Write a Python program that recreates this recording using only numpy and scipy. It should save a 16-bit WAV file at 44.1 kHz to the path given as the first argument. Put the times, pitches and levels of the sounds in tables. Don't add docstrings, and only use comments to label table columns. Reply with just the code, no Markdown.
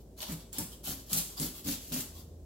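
import sys
import numpy as np
from scipy import signal
from scipy.fft import rfft, irfft, next_fast_len
from scipy.io import wavfile
from scipy.ndimage import uniform_filter1d, map_coordinates

SR = 44100
rng = np.random.default_rng(int(sys.argv[2]) if len(sys.argv) > 2 else 0)


def file_out(sig):
    cols = np.atleast_2d(sig).T
    lim = np.clip(cols, -1, 1)
    pcm = np.round(lim * 32767).astype(np.int16)
    wavfile.write(sys.argv[1], SR, pcm)


N = 108045

# frequency_hz, gain_db
AIR_SPECTRUM = [(25, -25.5), (55, -0.5), (105, -3.5), (370, -9.5), (600, -15.5), (1200, -35.5),
                (2200, -41.5), (7800, -35.5), (9200, -39.5)]
BODY_SPECTRUM = [(30, -18.5), (85, -2), (120, -9), (158, 2.5), (195, -2), (240, -2.5), (280, 2),
                 (320, -12.5), (420, -12.5), (900, -31.5)]
SNAP_SPECTRUM = [(400, -34), (5000, -9), (7500, -2.5), (16000, -4)]
CATCH_SPECTRUM = [(2000, -11.5), (3200, -3), (5500, -5), (16000, -26)]
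RUB_SPECTRUM = [(250, -15), (700, -1.5), (1150, -0.5), (1700, -12), (2500, -11.5), (3050, -0.5), (5600, -3),
                (7600, -14), (16000, -15)]
RASP_SPECTRUM = [(150, -32.5), (450, 4.5), (1150, 4.5), (2200, -4), (5000, -3), (16000, -26)]
CRACKLE_SPECTRUM = [(300, -23.5), (2300, -14.5), (3000, -6.5), (7400, -2), (9000, -5), (10500, -0.5),
                    (14000, 1), (16000, -2)]
# frequency_hz, correlation
AIR_LIKENESS = [(200, 0.98), (600, 0.7), (1500, 0.033)]
KNIFE_LIKENESS = [(280, 0.97), (600, 0.52), (1200, 0), (2200, 0.29), (5000, 0)]
# frequency_hz, left_minus_right_db
KNIFE_BALANCE = [(1300, -0.1), (4200, 1.3), (8000, 0.55)]
# pitch_hz, level_db
HUM_TONES = [(53.8, -56), (371, -70.5)]
# frequency_hz, t60_s
ROOM_DECAY = [(150, 0.25), (1000, 0.56), (8000, 0.52), (15000, 0.38)]
# pitch_hz, width_hz, gain_db
BASIN_MODES = [(551, 35.6, 6.5), (724, 45, -6.5)]
BLADE_MODES = [(3326, 51, -6), (4560, 91, -7.5), (7640, 420, -6.5)]
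# start_s, pitch_hz, level_db
SQUEAKS = [(0.206, 4130, -44), (0.218, 3180, -46), (0.557, 3050, -49), (0.718, 3200, -54),
           (0.857, 3050, -44), (1.369, 4780, -41.5)]
# start_s, level_db
SNAPS = [(.218, -27), (0.32, -28.5), (0.5293, -26.5), (0.5842, -16.5), (0.855, -31), (1.1308, -11),
         (1.1725, -16), (1.3987, -19), (1.942, -22.5), (2.007, -25.5)]
CATCHES = [(.2045, -31.5), (.229, -30.5), (1.131, -28), (1.669, -37), (1.6865, -25.5), (1.724, -31),
           (1.9205, -30)]
# start_s, length_s, rub_db, fizz_db
LIGHT_TOUCHES = [(-.015, 0.018, -74, -59.5), (0.169, 0.045, -55, -47), (0.21, 0.021, -42.5, -42),
                 (0.261, 0.023, -47.5, -46), (0.394, 0.013, -54, -56), (0.525, 0.054, -48.5, -47),
                 (0.708, 0.024, -58, -50), (0.834, 0.049, -52.5, -39.5), (0.96, 0.044, -60, -51.5),
                 (1.056, 0.079, -63, -53), (1.095, 0.06, -50, -36), (1.166, 0.017, -67, -27.5),
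                 (1.257, 0.084, -62, -52), (1.364, 0.03, -48, -40), (1.533, 0.064, -57.5, -46.5),
                 (1.638, 0.025, -53, -41), (1.803, 0.18, -67, -48), (2.135, 0.07, -60, -52)]
# start_s, length_s, crackle_db, rasp_db, body_db, body_delay_s, flutter_hz
STROKES = [(0.289, 0.04, -43.5, -50, -38.5, -0.0016, 261), (0.585, 0.032, -42, -46.5, -37.5, -0.0061, 163),
           (0.871, 0.05, -35.5, -49, -42, 0.00052, 274), (1.141, 0.069, -37, -50, -39, -0.026, 158),
           (1.409, 0.051, -34, -50, -35, -0.015, 256), (1.669, 0.063, -33, -54, -36, -0.017, 260),
           (1.922, 0.083, -35.5, -48, -39.5, -0.013, 202)]

AIR_DB, HUM_WAVER_DB = -54, 1.5
DRONE_HZ, DRONE_DB, DRONE_START_S, DRONE_RISE_S = 81, -51.5, 2.05, 0.047
SINK_T60_S, ROOM_DELAY_S = 0.079, 0.0036
WALL_DELAY_S, WALL_DB = 0.0015, -10.5
FLUTTER_WIDTH_HZ, FLUTTER_DB = 33.3, 0.5
SCALES_PER_S, RASPS_PER_S, SLIPS_PER_S, TUGS_PER_S = 2000, 420, 3600, 420


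def amp(db):
    return 10 ** (np.asarray(db) / 20)


def unit_rms(x):
    return x / np.sqrt(np.mean(x ** 2) + 1e-20)


def curve_at(points, hz):
    frequencies, values = np.transpose(points)
    return np.interp(np.log(hz + 1), np.log(frequencies + 1), values)


def filtered(x, response):
    size = next_fast_len(N + SR // 2)
    return irfft(rfft(x, size) * response(np.fft.rfftfreq(size, 1 / SR)), size)[..., :N]


def colour(x, spectrum):
    size = 2 * next_fast_len(N)
    gain = unit_rms(amp(curve_at(spectrum, np.fft.rfftfreq(size, 1 / SR))))
    cepstrum = irfft(np.log(gain))
    cepstrum[1:size // 2] *= 2
    cepstrum[size // 2 + 1:] = 0
    return irfft(rfft(x, size) * np.exp(rfft(cepstrum)), size)[..., :N]


def stereo(pair, likeness):
    angle = lambda hz: np.arccos(np.clip(curve_at(likeness, hz), -1, 1)) / 2
    mid, side = filtered(pair, lambda hz: np.array([np.cos(angle(hz)), np.sin(angle(hz))]))
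    return np.array([mid + side, mid - side])


def ringing(x, modes):
    return sum(amp(db) * signal.lfilter(*signal.iirpeak(hz, hz / width, SR), x)
               for hz, width, db in modes)


def pressure(start_s, length_s, rise_s, release_s, sag_db_per_s=0):
    t = np.arange(N) / SR - start_s
    live = (t > -rise_s) & (t < length_s + 10 * release_s)
    t, level = t[live], np.zeros(N)
    onset = np.clip(t / rise_s + 1 / 4, 0, 1)
    sag = amp(-sag_db_per_s * (np.clip(t, 0, length_s) - length_s / 2))
    level[live] = onset * sag * np.exp(-np.maximum(t - length_s, 0) / release_s)
    return level


def impulses(per_s, spread_db, count=12000):
    at = ((np.arange(count) + 2 * rng.random(count)) * SR / per_s).astype(int)
    sizes = amp(spread_db * np.clip(rng.standard_normal(count), -2, 2)) * rng.choice([-1, 1], count)
    return unit_rms(np.bincount(at[at < N], sizes[at < N], N))


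def clicks(per_s, shape_count=12, decay_s=0.00026):
    t = np.arange(SR // 200) / SR
    shapes = rng.standard_normal((shape_count, 2, len(t))) * np.exp(-t / decay_s)
    shapes /= np.linalg.norm(shapes, axis=2, keepdims=True)
    stream = 0
    for shape in shapes:
        hits = impulses(per_s / shape_count, spread_db=3.2)
        stream += signal.oaconvolve(hits[None], shape, axes=1)[:, :N]
    return unit_rms(stream)


def room_tone():
    t = np.arange(N) / SR
    waver = lambda per_s: map_coordinates(rng.standard_normal(64), [t * per_s], mode="mirror")
    hum = sum(amp(db + HUM_WAVER_DB * waver(5.88)) * np.sin(2 * np.pi * hz * t + 1.08 * waver(6.8))
              for hz, db in HUM_TONES)
    fade_in = np.clip((t - DRONE_START_S) / DRONE_RISE_S, 0, 1)
    drone = amp(DRONE_DB) * fade_in * np.sin(2 * np.pi * DRONE_HZ * t)
    air = stereo(colour(rng.standard_normal((2, N)), AIR_SPECTRUM), AIR_LIKENESS)
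    return amp(AIR_DB) * air + np.sqrt(2) * (hum + drone)


def kitchen(x, sink_db, room_db, block=8192):
    out = np.zeros((2, N + 3 * block))
    t = np.arange(2 * block) / SR
    for at in range(0, N, block):
        hz, age_s, noise = signal.stft(rng.standard_normal((2, len(t))), SR, nperseg=256)
        decay = amp(-60 * age_s / curve_at(ROOM_DECAY, hz)[:, None])
        tail = signal.istft(noise * decay, SR, nperseg=256)[1]
        tail *= np.clip(t / ROOM_DELAY_S - 1, 0, 1)
        sink = rng.standard_normal(tail.shape) * amp(-60 * t / SINK_T60_S)
        response = (amp(sink_db) * unit_rms(sink) + amp(room_db) * unit_rms(tail)) / np.sqrt(len(t))
        response[:, 0] += 1
        wet = signal.fftconvolve(x[:, at:at + block], response / np.linalg.norm(response[0]), axes=1)
        out[:, at:at + wet.shape[1]] += wet
    return out[:, :N]


def fish_body():
    tugs = np.array([impulses(TUGS_PER_S, spread_db=-0.5) for _ in range(2)])
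    shake = colour(tugs, BODY_SPECTRUM)
    knock = ringing(tugs, BASIN_MODES)
    out = 0
    for start, length, _, _, body_db, delay, flutter_hz in STROKES:
        flutter = shake + ringing(shake, [(flutter_hz, FLUTTER_WIDTH_HZ, FLUTTER_DB)])
        running_rms = np.sqrt(np.abs(uniform_filter1d(flutter ** 2, size=1400, axis=1)) + 1e-6)
        press = pressure(start + delay, length, rise_s=0.016, release_s=0.025, sag_db_per_s=20)
        out += amp(body_db) * press * (flutter / running_rms + knock)
    return kitchen(out, sink_db=-15.5, room_db=-4.5)


def blade_squeaks(width_hz=150):
    slips, out = clicks(SLIPS_PER_S), 0
    for start, hz, db in SQUEAKS:
        skid = pressure(start, length_s=0.013, rise_s=0.011, release_s=0.009)
        out += amp(db) * skid * unit_rms(ringing(slips, [(hz, width_hz, 0)]))
    return out


def cracks(events, spectrum):
    burst = lambda start: pressure(start, length_s=0.0003, rise_s=0.00027, release_s=0.0011)
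    level = sum(amp(db) * np.hypot(burst(start), amp(WALL_DB) * burst(start + WALL_DELAY_S))
                for start, db in events)
    return colour(level * rng.choice([-1, 1], (2, N)), spectrum)


def scale_snaps(draws=3):
    out = 0
    for _ in range(draws):
        crack = cracks(SNAPS, SNAP_SPECTRUM) + cracks(CATCHES, CATCH_SPECTRUM)
        out += kitchen(crack + ringing(crack, BLADE_MODES), sink_db=2.5, room_db=2.5)
    return out / np.sqrt(draws)


def scraping():
    crackle = rasp = rub = 0
    for start, length, crackle_db, rasp_db, *_ in STROKES:
        press = pressure(start, length, rise_s=0.0039, release_s=0.02, sag_db_per_s=29)
        crackle += amp(crackle_db) * press
        rasp += amp(rasp_db) * press
    for start, length, rub_db, fizz_db in LIGHT_TOUCHES:
        touch = pressure(start, length, rise_s=0.022, release_s=0.018)
        rub += amp(rub_db) * touch
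        crackle = np.hypot(crackle, amp(fizz_db) * touch)
    scrape = (colour(crackle * clicks(SCALES_PER_S), CRACKLE_SPECTRUM)
              + colour(rasp * clicks(RASPS_PER_S), RASP_SPECTRUM)
              + colour(rub * clicks(SLIPS_PER_S), RUB_SPECTRUM))
    return scrape + ringing(scrape, BLADE_MODES)


def scene():
    blade = kitchen(scraping() + blade_squeaks(), sink_db=0, room_db=-3.5)
    foreground = stereo(blade + scale_snaps() + fish_body(), KNIFE_LIKENESS)
    balance = lambda hz: amp(np.outer([1, -1], curve_at(KNIFE_BALANCE, hz)) / 2)
    return filtered(foreground, balance) + room_tone()


def record(dry):
    return filtered(dry, lambda hz: hz < 15850)


dry = scene()
out = record(dry)
file_out(out)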